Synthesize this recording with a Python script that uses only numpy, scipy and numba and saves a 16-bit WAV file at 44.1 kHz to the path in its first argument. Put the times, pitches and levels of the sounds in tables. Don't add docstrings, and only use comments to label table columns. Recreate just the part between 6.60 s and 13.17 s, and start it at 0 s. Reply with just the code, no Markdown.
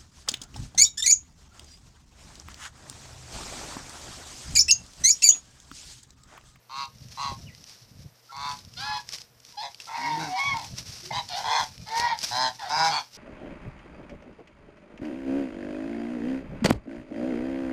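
import sys
import numpy as np
from scipy import signal
from scipy.fft import rfft, irfft, next_fast_len
from scipy.io import wavfile
from scipy.ndimage import uniform_filter1d
from numba import njit

SR = 44100
rng = np.random.default_rng(int(sys.argv[2]) if len(sys.argv) > 2 else 0)


def nominal_scale(level):
    x = np.asarray(level, float) / 20
    return 10 ** x


def generate_wav(signal):
    frames = np.transpose(np.atleast_2d(signal))
    scaled = np.clip(frames, -1, 1) * 32767
    pcm = np.round(scaled).astype(np.int16)
    wavfile.write(sys.argv[1], SR, pcm)


N = 289737

# [f/Hz, level/dB per Hz]
AIR_COLOUR = [(120, -42), (200, -8), (428, -9.5), (461, -2.5), (573, -6.5), (2990, -15), (5140, -22),
              (9360, -21), (15300, -16)]
# [loudest t/s, level/dB, t/s to gain 10 dB, t/s to lose 10 dB]
GUSTS = [(.18, -56, .06, .2), (.41, -44, .05, .2), (.73, -36.5, .07, .02), (.84, -38, .1, .07),
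         (1.02, -50, .05, .08), (1.3, -63, .15, .1), (1.39, -41, .03, .06), (1.46, -39.5, .1, .018),
         (1.79, -46, .022, .5), (2.07, -47, .08, .012), (2.175, -39, .015, .04), (2.37, -45, .18, .025),
         (2.5, -73, .05, .3), (3.05, -61, .22, .1), (3.42, -57, .12, .18), (3.68, -50, .045, .05),
         (3.92, -42, .06, .16), (4.1, -42, .02, .38), (4.59, -38, .055, .04), (4.9, -47, .24, .05),
         (5.0, -40, .02, .08), (5.21, -42, .09, .08), (5.43, -44, .037, .11), (5.92, -53, .08, .03),
         (6.09, -58, .08, .2), (6.31, -52, .15, .08), (6.56, -64, .1, .1)]
# [f/Hz, level/dB per Hz]
WIND_COLOUR = [(12, -45), (20, -21), (71, -1.5), (128, 2.5), (240, -10), (369, -25.5), (536, -24),
               (700, -23), (910, -68), (1540, -120)]
# [loudest t/s, level/dB, t/s to gain 10 dB, t/s to lose 10 dB]
FOOTFALLS = [(.22, -55, .08, .05), (.62, -57, .2, .4), (1.1, -54, .05, .08), (1.43, -65, .2, .12),
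             (1.9, -51, .12, .13), (2.23, -49, .06, .08), (2.38, -56, .1, .08), (2.495, -51, .015, .08),
             (2.535, -48, .025, .05), (2.87, -58, .04, .08), (3.0, -59, .06, .15), (3.206, -52, .004, .045),
             (3.42, -52, .2, .2), (3.64, -50, .15, .12), (3.81, -52, .07, .25), (4.01, -54, .1, .13),
             (4.19, -44, .025, .03), (4.29, -51, .06, .55), (4.6, -58, .2, .03), (4.78, -49, .1, .06),
             (5.03, -49, .35, .05), (5.3, -58, .3, .1), (5.38, -45, .04, .08), (5.638, -37.5, .025, .06),
             (5.72, -50, .05, .2), (6.26, -48, .25, .08), (6.4, -54, .03, .06), (6.55, -56, .025, .2)]
# [f/Hz, level/dB per Hz]
GRIT_COLOUR = [(530, -10.5), (900, -9.5), (1730, -8), (2240, -6), (3200, -6), (4200, -3), (5650, 0),
               (6990, -9.5), (14200, -20.5), (15300, -34)]
# [t/s, peak level/dB, ring f/Hz]
SNAPS = [(0.523, -33, 5300), (.384, -37, 5600), (.4848, -34, 5800), (.9492, -32, 4960), (1.7665, -30, 5600),
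         (1.914, -27, 3500), (1.924, -26, 5000), (1.9889, -28, 4300), (2.8504, -29, 5700),
         (2.924, -32, 5000), (3.004, -33, 5500), (4.475, -30, 4800), (4.585, -26, 6500), (.255, -30, 6000),
         (6.5335, -36, 4840), (6.55, -32, 5970), (4.015, -30, 4800), (1.041, -30, 5740),
         (1.9694, -33, 4960), (2.138, -29, 5030), (2.1809, -40, 4870), (2.4901, -18, 5300),
         (2.524, -21, 5600), (2.536, -21, 5200), (2.802, -33, 5500), (2.547, -20, 5000), (2.617, -26, 5200),
         (2.563, -28, 5260), (2.5845, -25, 4900), (1.0954, -28, 4900), (2.0497, -31, 5270),
         (3.22, -27, 5500), (3.243, -30, 5470), (3.256, -29, 5020), (5.2874, -28, 4940), (5.578, -25, 5040),
         (5.9948, -29, 3570), (3.028, -33, 4200), (3.146, -28, 4600), (3.2014, -25, 2700),
         (3.6138, -35, 2380), (3.9697, -22, 4410), (3.9963, -22, 5100), (4.0455, -23, 6200),
         (4.185, -19, 5050), (4.513, -34, 4900), (4.555, -36, 4920), (4.6892, -21, 4600),
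         (4.8888, -29, 3250), (5.179, -29, 5420), (5.271, -32, 5000), (5.3986, -11, 4300),
         (5.5889, -16.5, 4790), (5.6161, -21, 5000), (5.6301, -18, 5700), (6.0955, -22, 4900),
         (6.3275, -40, 4510)]
# [t/s, peak level/dB, f/Hz]
CASE_KNOCKS = [
    (0.716, -29, 123),
    (5.398, -26, 463),
]
# [delay t/s, level/dB]
ECHOES = [
    (.011, -8),
    (.0187, -11),
    (0.027, -13),
    (.053, -22),
    (.087, -32),
]

# [t/s, f/Hz, level/dB]
WHISTLES = [
    [(0.855, 3050, -62), (0.878, 2900, -55), (0.895, 2000, -60), (0.91, 1930, -60), (0.955, 2100, -64)],
    [(5.1, 2420, -68), (5.18, 2430, -63), (5.25, 2440, -69)],
    [(2.2, 1290, -56), (2.25, 1385, -44), (2.31, 1395, -47), (2.37, 1330, -54)],
    [(2.23, 1000, -54), (2.32, 1010, -46), (2.375, 985, -39), (2.405, 930, -46)],
    [(3.41, 2190, -48), (3.46, 2170, -40), (3.51, 2090, -46)],
    [(3.5, 3560, -52), (3.535, 3680, -43), (3.56, 3660, -52)],
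    [(3.27, 1310, -52), (3.285, 1350, -47), (3.305, 1370, -54)],
    [(2.92, 975, -60), (2.972, 945, -53)],
    [(1.688, 1330, -56), (1.702, 1350, -50), (1.725, 1400, -54)],
    [(.088, 1280, -58), (.105, 1350, -52), (.125, 1380, -56)],
]
# [start t/s, swell t/s, fade t/s, peak level/dB, f/Hz]
MURMURS = [
    (3.88, .1, .12, -57, 311),
    (4.42, .08, .015, -54, 378),
    (4.84, .12, .015, -51, 484),
    (5.28, .15, .015, -49, 500),
]
MURMUR_SAG = (.13, .15)
# [start t/s, swell t/s, fade t/s, peak level/dB, f/Hz]
GRUNTS = [
    (3.37, .25, .14, -43.5, 161),
    (5.7, .13, .11, -45, 140),
    (6.08, .17, .2, -47, 160),
]
# [second level/dB, third level/dB]
GRUNT_OVERTONES = [(1.5, -11), (-9, -25), (-6, -8)]
GRUNT_SAG = (.27, .22)

# [t/s, f/Hz, level/dB]
CLEAR_CALLS = [
    [(2.163, 685, -64), (2.18, 716, -54), (2.216, 809, -45), (2.256, 842, -39), (2.308, 850, -33.5),
     (2.36, 842, -33.5), (2.38, 845, -39), (2.4, 810, -54)],
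    [(3.778, 1090, -37), (3.808, 1104, -34.5), (3.89, 1126, -34), (3.925, 1095, -35), (3.945, 1070, -38),
     (3.965, 1060, -48)],
    [(5.258, 850, -52), (5.32, 890, -38), (5.38, 935, -28), (5.44, 960, -23.5), (5.518, 934, -25),
     (5.54, 860, -37), (5.575, 815, -54)],
    [(3.33, 930, -42), (3.474, 952, -25.5), (3.538, 911, -35), (3.6, 897, -38)],
    [(3.66, 749, -50), (3.728, 734, -33.5), (3.785, 775, -27), (3.805, 780, -40)],
    [(4.69, 748, -51.5), (4.742, 701, -34), (4.8, 858, -49)],
    [(2.968, 822, -42), (2.978, 824, -35), (2.995, 836, -37), (3.012, 860, -35), (3.02, 930, -32),
     (3.032, 960, -42)],
    [(3.755, 988, -35), (3.791, 955, -28), (3.805, 1005, -40)],
    [(4.505, 890, -20), (4.529, 869, -43), (4.545, 876.5, -49)],
    [(5.985, 890, -52), (6.005, 880, -42), (6.031, 815, -38), (6.06, 745, -39), (6.095, 700, -38)],
    [(3.93, 960, -38), (3.95, 934, -29), (3.978, 880, -39), (4.0, 880, -46)],
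]
# [second level/dB, third level/dB, rattle level/dB,
# beak level/dB, share of the effort swing that the overtones follow]
CLEAR_VOICE = [(-6, -13, -11, -6, .1), (6.5, -6, -7, -8, 1.4), (-10, -34, -10, -12, .8),
               (-16, -35, -9, -14, .8), (-28, -12, -17, -19, .7), (-8, -19, -6, -1, .7),
               (-13, -15, -22, -9, .7), (-14, -18, -21, -7, 1.1), (-22, -50, -7, -19, .7),
               (-8, -25, -3, -8, .7), (-18, -30, -12, -15, .7)]
CLEAR_DIVIDER = [3, 8, 6, 6, 6, 5, 6, 6, 5, 6, 6]
CLEAR_ROUGH = [.27, .45, .35, .3, .4, .4, .12, .4, .3, .45, .4]
CLEAR_THROAT = [1.25, 0.824, 0.96, 0.963, 1.29, 1.12, 1.035, 1.045, 0.88, 1.03, 1.02]
CLEAR_SHINE = [3, -2, -6, -6, -3, 1, 5, -5, -1, 0, -8]
# lines at 1.5 and 2.5 times the pitch, per clear call [level/dB]
CLEAR_HALVES = [-50, -34, -25, -36, -40, -40, -50, -40, -40, -40, -40]
# [f/Hz, width f/Hz, level/dB]
MID_MODES = [(1540, 300, -4), (1977, 83, 1), (2200, 110, 3), (2750, 200, -10)]
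# [f/Hz, width f/Hz, level/dB]
BEAK_MODES = [(3320, 260, 4.5), (3778, 86, 8), (4240, 227, 11), (4990, 260, 10), (5550, 220, 5),
              (6430, 180, -5.5)]
# [f/Hz, width f/Hz, level/dB]
OPEN_BEAK = [(3300, 900, 9), (4270, 900, 15), (5000, 900, 14)]

# [start t/s, swell t/s, fade t/s, peak level/dB, pulse rate f/Hz]
HONKS = [(0.088, .13, .065, -34.5, 139), (0.566, .066, .14, -32, 141), (1.705, .17, .105, -34.5, 143),
         (3.014, .025, .07, -37, 142), (3.268, .1, .05, -37, 152), (3.58, .03, .14, -36.5, 160),
         (3.97, .01, .12, -40, 137), (4.52, .068, .035, -31, 166), (4.76, .04, .06, -35.5, 140),
         (4.828, .15, .09, -25, 154), (5.703, .145, .075, -27.5, 129), (6.085, .17, .09, -24, 163),
         (6.3, .06, .075, -30.5, 150)]
HONK_ROUGH = [.1, .13, .11, .22, .35, .5, .55, .25, .35, .3, .11, .13, .28]
# [share of rate lost at start, at end, swell level/dB]
HONK_SHAPE = [(.08, .05, 14), (.07, .07, 9), (.07, .01, 14), (.05, .07, 3), (.1, .05, 8), (.05, .1, 3),
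              (.05, .07, 1), (.1, .07, 6), (.08, .07, 4), (.1, .07, 10), (.075, .03, 8), (.13, .01, 8),
              (.03, .07, 4)]
# [throat f/Hz by neck stretch, middle band level/dB, beak band level/dB]
POSTURE = [(1085, -10, -4), (1030, -12, -5), (1020, -10, -5), (850, -9, -2), (915, -7, -15), (880, -3, -5),
           (920, -12, -8), (925, -9, -1), (835, -11, -8), (920, -8, -4), (892, -8, -1), (910, -7, -3),
           (915, -4, .4)]
# [lower f/Hz, upper f/Hz, upper level/dB]
WINDPIPE = [(2150, 2750, 2), (2000, 2800, 2), (1400, 2240, 3), (1750, 2150, 4), (1350, 2150, 4),
            (1500, 2240, 8), (1900, 2240, 0), (1750, 2150, 3), (1460, 2150, -3), (1600, 2070, 3),
            (1640, 2000, -4), (1480, 2300, -4), (1350, 2400, 0)]
# [low f/Hz, its level/dB, middle f/Hz, high f/Hz, its level/dB]
MOUTH = [(3850, -2, 4300, 4820, 1), (3400, -8, 4130, 4800, -3), (3600, -3, 4600, 4150, -3),
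         (3530, -3, 4050, 5000, -4), (3530, 0, 4130, 5000, -3), (3900, 3, 4650, 5600, -2),
         (3500, -4, 4200, 5000, 0), (3100, -3, 3960, 4910, 0), (3100, -3, 4130, 4910, -2),
         (3400, -2, 4220, 5250, -3), (3190, -10, 4130, 5080, 0), (3950, -4, 4950, 5400, -2),
         (3360, -4, 4480, 4910, -6)]
THROAT_SAG = (.07, .08)
# [f/Hz, width f/Hz, level/dB]
LOW_OVERTONE = (1520, 300, -5)
# [f/Hz, width f/Hz, level/dB]
NOSTRIL = (6150, 300, -12)
# [f/Hz, width f/Hz, level/dB]
RASP = (8200, 2200, -36)
# [f/Hz, width f/Hz, level/dB]
SPREAD = (3600, 4000, -17)


def drift(size, rate):
    r = np.exp(-32 * np.pi * rate / SR)
    draws = rng.standard_normal(size // 16 + 502)
    slow = signal.lfilter([1], [1, -2 * r, r * r], draws)[500:]
    return np.interp(np.arange(size) / 16, np.arange(len(slow)), slow / slow.std())


def coloured(x, spectrum):
    hz, db = np.transpose(spectrum)
    size = next_fast_len(N, True)
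    bins_hz = np.arange(size // 2 + 1) * SR / size
    gain = nominal_scale(np.interp(np.log(bins_hz + 1), np.log(hz), db))
    shaped = irfft(rfft(x, size) * gain, size)[:N]
    return shaped / shaped.std()


def even(x, span_s=0.0272):
    return x / np.sqrt(uniform_filter1d(x ** 2, int(span_s * SR)) + 1e-12)


@njit
def resonate(x, hz, width_hz):
    r, y = np.exp(-np.pi * width_hz / SR), np.zeros(len(x))
    for i in range(2, len(x)):
        driven = (1 - r * r) / 2 * (x[i] - x[i - 2])
        y[i] = driven + 2 * r * np.cos(2 * np.pi * hz[i] / SR) * y[i - 1] - r * r * y[i - 2]
    return y


def bursts(rows):
    t, power = np.arange(0, N + 32, 32) / SR, 0
    for s, db, rise_s, fall_s in rows:
        away = np.maximum((s - t) / rise_s, (t - s) / fall_s)
        power = power + nominal_scale(db - 10 * away) ** 2
    return np.interp(np.arange(N) / SR, t, np.sqrt(power))


def knocks(events, cycles, crack, band_hz):
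    size = 4000
    out, t = np.zeros(N + size), np.arange(size) / SR
    band = signal.butter(2, band_hz, "band", fs=SR)
    cracks = signal.lfilter(*band, rng.standard_normal((len(events), size)))
    for (s, db, hz), noise in zip(events, cracks):
        start = round(s * SR)
        ring = np.sin(2 * np.pi * hz * t) + crack * noise
        out[start:start + size] += nominal_scale(db) * ring * np.exp(-t * hz / cycles)
    return out[:N]


def open_air():
    return nominal_scale(-62.5) * coloured(rng.standard_normal(N), AIR_COLOUR)


def mains_hum():
    level = nominal_scale(-69.5 + 0.68 * drift(N, 8))
    return np.sqrt(2) * level * np.sin(2 * np.pi * 120 * np.arange(N) / SR)


def wind():
    lumps = coloured(rng.standard_normal(N), WIND_COLOUR) * nominal_scale(3.85 * drift(N, 26.7))
    return nominal_scale(-3.5) * bursts(GUSTS) * lumps


def case_knocks():
    return knocks(CASE_KNOCKS, cycles=0.83, crack=5.3, band_hz=[100, 450])


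def grit():
    born = rng.random(N) < 3500 * nominal_scale(6 * drift(N, 25)) / SR
    sizes = nominal_scale(2.3 * np.minimum(rng.exponential(1, N), 5))
    grains = born * sizes * rng.choice([-1, 1], N)
    crunch = coloured(grains + 0.21 * rng.standard_normal(N), GRIT_COLOUR)
    crunch = crunch + nominal_scale(-2.5) * resonate(crunch, np.full(N, 5300.), 1620.0)
    return nominal_scale(6.1) * bursts(FOOTFALLS) * crunch


def snaps():
    return nominal_scale(-7) * knocks(SNAPS, cycles=8, crack=1.5, band_hz=[2200, 6600])


def columns(rows, round_s=.015):
    s, *cols = np.transpose(rows)
    at = np.arange(round(s[0] * SR), min(round(s[-1] * SR), N))
    span = int(round_s * SR)
    return at[0], [uniform_filter1d(np.interp(at / SR, s, c), span, mode="nearest") for c in cols]


def arch(start_s, swell_s, fade_s, db, swell_db_per_s):
    t = np.arange(round((swell_s + fade_s) * SR)) / SR
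    before = np.clip(1 - t / swell_s, 0, 1) ** 1.7
    after = np.clip((t - swell_s) / fade_s, 0, 1)
    level = db - swell_db_per_s * swell_s * before - 30 * after ** 2.4
    return round(start_s * SR), level, before, after


def sagged(hz, sag, before, after):
    return hz * (1 - sag[0] * before - sag[1] * after)


def add(out, start, x, attack_s=.011, release_s=.02):
    k = np.arange(len(x)) / SR
    out[start:start + len(x)] += x * np.clip(np.minimum(k / attack_s, k[::-1] / release_s), 0, 1)


def soft_tone(hz, levels):
    turn = 2 * np.pi * np.cumsum(hz) / SR
    partials = [nominal_scale(db + 3.2 * drift(len(hz), 58)) * np.sin((k + 1) * turn) for k, db in enumerate(levels)]
    return np.sqrt(2) * sum(partials)


def whistles():
    out = np.zeros(N)
    for start, (hz, db) in map(columns, WHISTLES):
        add(out, start, soft_tone(hz, [db]))
    return out


def murmurs():
    out = np.zeros(N)
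    for *shape, hz in MURMURS:
        start, db, *off = arch(*shape, swell_db_per_s=70)
        add(out, start, soft_tone(sagged(hz, MURMUR_SAG, *off), [db]))
    return out


def grunts():
    out = np.zeros(N)
    for (*shape, hz), overtones in zip(GRUNTS, GRUNT_OVERTONES):
        start, db, *off = arch(*shape, swell_db_per_s=60)
        levels = [db, *(db + rel for rel in overtones)]
        add(out, start, soft_tone(sagged(hz, GRUNT_SAG, *off), levels))
    return out


def syrinx(cycles, rough):
    size = len(cycles)
    cycles = cycles + .09 * rough * drift(size, 50)
    closures = np.diff(np.floor(np.maximum.accumulate(cycles)), prepend=0)
    clicks = closures * nominal_scale(6 * rough * drift(size, 120))
    air = rng.standard_normal(size) * np.exp(-1.3 * (cycles % 1))
    return even(clicks + 1e-9, 0.061), even(air)


def tract(x, modes, scale, patchy_db=0):
    out = 0
    for k, (f, width, db) in enumerate(modes):
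        rung = resonate(resonate(x, f * scale, 1. * width), f * scale, 2. * width)
        out = out + (-1) ** k * nominal_scale(db + patchy_db * drift(len(x), 12)) * rung
    return even(out)


def rattle(cycles, rough, throat_hz, mid_modes=MID_MODES, beak_modes=BEAK_MODES, rest_hz=930):
    clicks, air = syrinx(cycles, rough)
    voiced = (1 - rough) * clicks + rough * air
    throat = tract(voiced, [(.9, 170, 0), (1.1, 170, 0)], throat_hz)
    throat = even(resonate(throat, throat_hz, 420.))
    chest = tract(voiced, [(630, 170, 0)], np.ones(len(voiced)))
    throat = throat - nominal_scale(-21 - 45 * np.log2(throat_hz / 880)) * chest
    neck = (throat_hz / rest_hz) ** 0.6
    middle = tract(voiced + .18 * air, mid_modes, neck, patchy_db=2.5)
    beak = tract(voiced + .4 * air, beak_modes, neck, patchy_db=2.6)
    return throat, middle, beak


def clear_calls():
    out = np.zeros(N)
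    for rows, (*voice, follows), divider, rough, ratio, shine_db, half_db in zip(
            CLEAR_CALLS, CLEAR_VOICE, CLEAR_DIVIDER, CLEAR_ROUGH, CLEAR_THROAT, CLEAR_SHINE, CLEAR_HALVES):
        start, (hz, db) = columns(rows)
        size, top_db = len(hz), db.max()
        second_db, third_db, rattle_db, beak_db = top_db + np.array(voice)
        slack = db - top_db
        thin = follows * slack + 32 * np.log2(hz / hz.max())
        cycles = np.cumsum(hz * (1 + 0.0045 * drift(size, 40))) / SR
        levels = [db, second_db + thin, third_db + thin]
        tone = sum(nominal_scale(d) * np.sin(2 * np.pi * (k + 1) * cycles) for k, d in enumerate(levels))
        halves = np.sin(3 * np.pi * cycles) + np.sin(5 * np.pi * cycles)
        tone = tone + nominal_scale(top_db + half_db + .4 * slack + 4 * drift(size, 15)) * halves
        throat, middle, rasp = rattle(cycles / divider, rough, ratio * hz, rest_hz=ratio * 930)
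        overtones = tract(syrinx(cycles, .55 * rough)[0], OPEN_BEAK, np.ones(size))
        beak = (1.6 * rough + .25) * rasp + (1 - rough) * nominal_scale(shine_db) * overtones
        beak = nominal_scale(beak_db + .6 * follows * slack) * beak
        pulses = nominal_scale(rattle_db + .6 * slack) * (throat + .6 * middle)
        add(out, start, np.sqrt(2) * tone + pulses + beak)
    return out


def honks():
    out = np.zeros(N)
    pipe_width_hz, mouth_width_hz = 220, 200
    for (s, swell_s, fade_s, top_db, rate), posture, rough, (*sag, swell_db), pipe, mouth in zip(
            HONKS, POSTURE, HONK_ROUGH, HONK_SHAPE, WINDPIPE, MOUTH):
        throat_hz, mid_db, beak_db = posture
        lower_hz, upper_hz, upper_db = pipe
        low_hz, low_db, middle_hz, high_hz, high_db = mouth
        start, db, *off = arch(s, swell_s, fade_s, top_db, swell_db / swell_s)
        mid_modes = [(lower_hz, pipe_width_hz, 0), (upper_hz, pipe_width_hz, upper_db), LOW_OVERTONE,
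                     (1.17 * upper_hz, pipe_width_hz, upper_db - 6)]
        beak_modes = [(low_hz, mouth_width_hz, low_db), (middle_hz, mouth_width_hz, 0),
                      (high_hz, mouth_width_hz, high_db), NOSTRIL, RASP, SPREAD]
        cycles = np.cumsum(sagged(rate, sag, *off)) / SR
        moving_throat_hz = sagged(throat_hz, THROAT_SAG, *off)
        throat, middle, beak = rattle(cycles, rough, moving_throat_hz, mid_modes, beak_modes, throat_hz)
        bright = nominal_scale(.25 * (db - top_db)) * (nominal_scale(mid_db) * middle + nominal_scale(beak_db) * beak)
        add(out, start, nominal_scale(db) * (throat + bright), attack_s=.016)
    return out


def yard(x):
    out = signal.lfilter(*signal.butter(2, 7600, fs=SR), x)
    dull = signal.lfilter([.55], [1, -.45], out)
    for s, db in ECHOES:
        delay = round(s * SR)
        out[delay:] += nominal_scale(db) * dull[:N - delay]
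    return out


def scene():
    background = open_air() + mains_hum()
    near = wind() + case_knocks() + grit() + snaps()
    voices = yard(whistles() + murmurs() + grunts() + clear_calls() + honks())
    return (background + near + nominal_scale(-.1) * voices)[None]


def top_cut(x):
    return signal.sosfilt(signal.butter(12, 15100, fs=SR, output="sos"), x)


def record(dry):
    low_pass = signal.cheby2(10, 60, 16100, fs=SR, output="sos")
    mix = signal.sosfilt(low_pass, dry)
    return top_cut(mix)


dry = scene()
out = record(dry)
generate_wav(out)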